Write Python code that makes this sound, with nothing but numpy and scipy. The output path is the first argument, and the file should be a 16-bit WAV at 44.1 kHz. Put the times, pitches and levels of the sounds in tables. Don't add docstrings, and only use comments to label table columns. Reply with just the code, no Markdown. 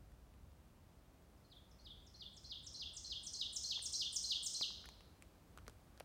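import sys
import numpy as np
from scipy import signal
from scipy.fft import rfft, irfft, next_fast_len
from scipy.io import wavfile
from scipy.ndimage import uniform_filter1d, map_coordinates

SR = 44100
rng = np.random.default_rng(int(sys.argv[2]) if len(sys.argv) > 2 else 0)


def to_wav(s):
    ch = np.atleast_2d(s).T
    pcm = np.round(np.clip(ch, -1, 1) * 32767)
    wavfile.write(sys.argv[1], SR, pcm.astype(np.int16))


N = 266452
BAND_LIMIT_HZ = 15850

# (time within the note [s], frequency [Hz], relative level [dB])
PEAK_CONTOUR = [(-.006, 7230, -40), (-.002, 8500, -12), (.002, 9474, -10.5), (.0045, 8416, -1),
                (.009, 7037, -13), (.014, 7176, -10.5), (.019, 7260, -6.5), (.026, 9480, -10),
                (.031, 8400, -5.5), (.035, 6740, 3.5), (.041, 5590, 3), (.048, 4910, -3.5),
                (.053, 4540, -29)]
SWOOP_CONTOUR = [(-.004, 8530, -42), (.001, 8950, -7.5), (.005, 7860, -4.5), (.009, 6163, -2),
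                 (.013, 4407, -4), (.018, 4068, -1), (.024, 4300, -2), (.031, 5493, -1), (.038, 6470, -4.5),
                 (.044, 6620, -13.5)]
FALL_CONTOUR = [(-.014, 4585, -10), (-.008, 4967, -3.5), (-.003, 5109, 0.5), (.001, 4935, 0),
                (.005, 4520, 4.5), (.012, 3803, 3.5), (.020, 3242, 2), (.029, 2845, -2), (.034, 2614, -11),
                (.039, 2780, -32)]
CHIP_CONTOUR = [(-.010, 3878, -29), (-.004, 3641, 3), (.002, 3470, 5), (.009, 3281, 1.5), (.016, 3200, 0.5),
                (.024, 3070, -31)]
# (time [s], vocal effort [dB], stretch of the note spacing [ratio])
SONG_PHRASES = [(1.510, -28, 1.01), (1.8525, -20, 1.01), (2.2052, -15, 0.98), (2.506, -10.5, 0.98),
                (2.8061, -7, 0.99), (3.107, -5.5, 0.98), (3.403, -3, 0.97), (3.7033, -1, .994),
                (4.003, -0.2, 1.025), (4.3035, 0, 1.005), (4.6133, 0.5, 1.046)]
# (frequency [Hz], relative level [dB])
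OVERTONE_ENVELOPE = [(5000, -39), (10000, -37.5), (12800, -26), (13900, -26.5), (14800, -26), (16000, -40)]
# (delay [s], relative level [dB], time spread [s])
TRUNK_ECHOES = [(.003, -1, 0.0048), (0.016, -12, 0.022), (0.042, -14, 0.0066)]
# (frequency [Hz], reverberation time T60 [s])
FOREST_T60 = [(500, 0.55), (2500, 0.63), (4000, 0.92), (6000, 0.74), (9000, 0.47), (15000, 0.48)]
# (time [s], knock gain [dB], ring frequency [Hz], crack gain [dB], crack cutoff [Hz])
TWIG_SNAPS = [(.340, -55, 2600, -63, 5000), (0.519, -58, 3000, -63, 5000), (3.776, -45, 990, -62, 2500),
              (3.7927, -40, 1950, -41, 3500), (4.6115, -35, 1200, -29, 3000),
              (4.705, -45.5, 1060, -74, 3000), (4.842, -42.5, 1400, -62, 3020),
              (4.8552, -42, 1663, -61, 3524), (4.858, -41.5, 1914, -45, 12160),
              (4.8889, -47, 1076, -43, 9970), (5.0074, -48, 1440, -42, 3000),
              (5.2235, -39, 2386, -46.5, 12000), (5.5752, -38.5, 1320, -44, 8040),
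              (5.586, -45, 1340, -44.5, 3000), (5.667, -47, 2100, -54, 4000),
              (5.680, -38, 1210, -40, 10400), (5.6809, -43, 413, -46, 2000),
              (5.697, -58, 900, -48.5, 10000), (5.9765, -50, 1610, -50, 6000), (6, -59, 3200, -41.5, 15000),
              (6.0029, -49, 615, -39, 4400), (6.0065, -34, 590, -39, 3000)]
# (frequency [Hz], relative spectral density [dB])
AIR_SPECTRUM = [(13, -34), (22, -25), (45, -2.5), (66, -2), (82, -5), (112, -10.5), (183, -13), (326, -18),
                (430, -22), (649, -22), (855, -25.5), (1200, -27.5), (1900, -33.5), (4970, -38.5),
                (14500, -43.5), (15800, -41)]
# (time [s], rumble level [dB], hiss gain [dB])
AIR_DRIFT = [(0, -63, -64.5), (1.5, -65.5, -64), (2.6, -63.5, -64.5), (3.3, -65.5, -63.5),
             (4.9, -64.5, -62.5), (6.04, -65.5, -62.5)]


def bird():
    peak = sing(PEAK_CONTOUR, SONG_PHRASES, offset_s=-0.1763, full_db=-41, growth=2.1,
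                depth=1.0, deepening=0.00083, overtone_db=11.5, tilt=0.71,
                trunk_db=-3.5, foliage_db=-4, far_db=-3)
    swoop = sing(SWOOP_CONTOUR, SONG_PHRASES, offset_s=-0.076, full_db=-40.5, growth=1.71,
                 depth=1.0, deepening=0.00092, overtone_db=5, tilt=0.63,
                 trunk_db=-3, foliage_db=-2, far_db=-2.5)
    fall = sing(FALL_CONTOUR, SONG_PHRASES, offset_s=0, full_db=-41, growth=0.95,
                depth=0.99, deepening=0.00717, lengthening=0.007, overtone_db=10.5, tilt=0.63,
                trunk_db=-4, foliage_db=-3.5, far_db=-5.5)
    chip = sing(CHIP_CONTOUR, SONG_PHRASES[:-1], offset_s=0.0568, full_db=-45, growth=0.74,
                depth=0.92, deepening=0.0018, overtone_db=2, tilt=0.092,
                trunk_db=-3.5, foliage_db=-5.5, far_db=-7.5)
    return peak + swoop + fall + chip


def sing(contour, phrases, offset_s, full_db, growth, depth, deepening, overtone_db, tilt,
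         lengthening=0, steady_share=0.22, **path_levels):
    song = np.zeros(N)
    steady_path = woods(**path_levels)
    for time_s, effort_db, stretch in phrases:
        rise_db = growth * effort_db
        sung = np.array(contour) * [1 + lengthening * effort_db, 1, 1]
        note = whistle(sung, depth + deepening * effort_db, rise_db, overtone_db, tilt)
        echoes = np.sqrt(steady_share) * steady_path + np.sqrt(1 - steady_share) * woods(**path_levels)
        onset_s = time_s + stretch * offset_s + sung[0, 0]
        add(song, onset_s, amp(full_db + rise_db) * with_echoes(note, echoes))
    return song


def whistle(contour, depth, rise_db, overtone_db, tilt,
            overtone_growth=0.87, waver=0.0077, flutter_db=2.0, order_step_db=-7, ceiling_db=-7):
    times, hz, db = np.transpose(contour)
    t = np.arange(times[0], times[-1], 1 / SR)
    glide = uniform_filter1d(np.interp(t, times, hz), size=110)
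    pitch = glide.max() * (glide / glide.max()) ** depth
    pitch *= 1 + waver * wobble(rate_hz=284, count=len(t))
    phase = 2 * np.pi * np.cumsum(pitch) / SR
    contour_db = np.interp(t, times, db)
    tone = amp(contour_db) * np.sin(phase)
    drive_db = np.minimum(contour_db, ceiling_db) + overtone_db + overtone_growth * rise_db
    for order in (2, 3, 4):
        gain = amp(drive_db + along(OVERTONE_ENVELOPE, order * pitch) + order_step_db * (order - 2))
        tone += gain * np.sin(order * phase) * (order * pitch < SR / 2)
    octaves = np.log2(pitch / pitch.mean())
    level_db = tilt * rise_db * octaves + flutter_db * wobble(rate_hz=199.3, count=len(t))
    return tone * amp(level_db) * signal.windows.tukey(len(t), 0.08)


def woods(trunk_db, foliage_db, far_db, foliage_t60_s=0.39, foliage_rise_s=0.0052, far_rise_s=0.011):
    def burst(envelope):
        return unit(envelope * rng.standard_normal(SR)) / np.sqrt(SR)

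    t = np.arange(SR) / SR
    foliage_envelope = (1 - np.exp(-t / foliage_rise_s)) * amp(-60 * t / foliage_t60_s)
    near = amp(foliage_db) * burst(foliage_envelope)
    for delay_s, echo_db, spread_s in TRUNK_ECHOES:
        echo_envelope = (t > delay_s) * np.exp(-abs(t - delay_s) / spread_s)
        near += amp(trunk_db + echo_db) * burst(echo_envelope)
    hz, age_s, spectrogram = signal.stft(rng.standard_normal(SR), SR, nperseg=256)
    band_decay = amp(-60 * age_s / along(FOREST_T60, hz)[:, None])
    tail = signal.istft(spectrogram * band_decay, SR, nperseg=256)[1][:SR]
    tail *= 1 - np.exp(-t / far_rise_s)
    return near + amp(far_db) * unit(tail) / np.sqrt(SR)


def twigs(crack_decay_s=0.00077, cycles_per_30_db=3.5, rise_cycles=0.36):
    clicks = np.zeros(N)
    t = np.arange(SR // 20) / SR
    for time_s, knock_db, ring_hz, crack_db, cutoff_hz in TWIG_SNAPS:
        cycles = ring_hz * t
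        envelope = (1 - np.exp(-cycles / rise_cycles)) * amp(-30 * cycles / cycles_per_30_db)
        knock = envelope * np.sin(2 * np.pi * cycles)
        burst = rng.standard_normal(len(t)) * np.exp(-t / crack_decay_s)
        crack = signal.lfilter(*signal.butter(2, cutoff_hz, fs=SR), burst)
        add(clicks, time_s, amp(knock_db) * knock + amp(crack_db) * crack)
    return with_echoes(clicks, woods(trunk_db=-13, foliage_db=-22, far_db=-36))[:N]


def leaf_litter(count=16, level_db=-70, spread_db=6, centre_hz=2600, decay_s=0.0013):
    ticks = np.zeros(N)
    t = np.arange(SR // 100) / SR
    for moment, strength, octaves in rng.uniform(-1, 1, (count, 3)):
        ring = np.sin(2 * np.pi * centre_hz * 2 ** octaves * t)
        tick = (ring + 0.5 * rng.standard_normal(len(t))) * np.exp(-t / decay_s)
        time_s = (moment + 1) / 2 * N / SR
        add(ticks, time_s, amp(level_db + spread_db * strength) * tick)
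    return ticks


def air(crossover_hz=200, swell_db=1.5, swell_rate_hz=5):
    noise = unit(filtered(rng.standard_normal(N), lambda hz: amp(along(AIR_SPECTRUM, hz))))
    rumble = filtered(noise, lambda hz: 1 / (1 + (hz / crossover_hz) ** 4))
    times, rumble_db, hiss_db = np.transpose(AIR_DRIFT)
    t = np.arange(N) / SR
    hiss = (noise - rumble) * amp(np.interp(t, times, hiss_db))
    rumble_gain = amp(np.interp(t, times, rumble_db) + swell_db * wobble(swell_rate_hz, N))
    return hiss + rumble_gain * unit(rumble)


def with_echoes(sound, echoes):
    return np.pad(sound, (0, len(echoes) - 1)) + signal.fftconvolve(sound, echoes)


def amp(db):
    return 10 ** (np.asarray(db) / 20)


def unit(x):
    return x / np.sqrt(np.mean(x ** 2) + 1e-20)


def along(points, hz):
    frequencies, values = np.transpose(points)
    return np.interp(np.log(hz + 1), np.log(frequencies + 1), values)


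def filtered(x, response):
    size = next_fast_len(N + 8192)
    hz = np.fft.rfftfreq(size, 1 / SR)
    return irfft(rfft(x, size) * response(hz), size)[:N]


def wobble(rate_hz, count):
    knots = rng.standard_normal(int(count * rate_hz / SR) + 4)
    return map_coordinates(knots, [np.arange(count) * rate_hz / SR])


def add(track, time_s, sound):
    start = max(round(time_s * SR), 0)
    part = sound[:max(N - start, 0)]
    track[start:start + len(part)] += part


def scene():
    return (bird() + twigs() + leaf_litter() + air())[None]


def record(dry):
    return np.array([filtered(channel, lambda hz: hz < BAND_LIMIT_HZ) for channel in dry])


dry = scene()
out = record(dry)
to_wav(out)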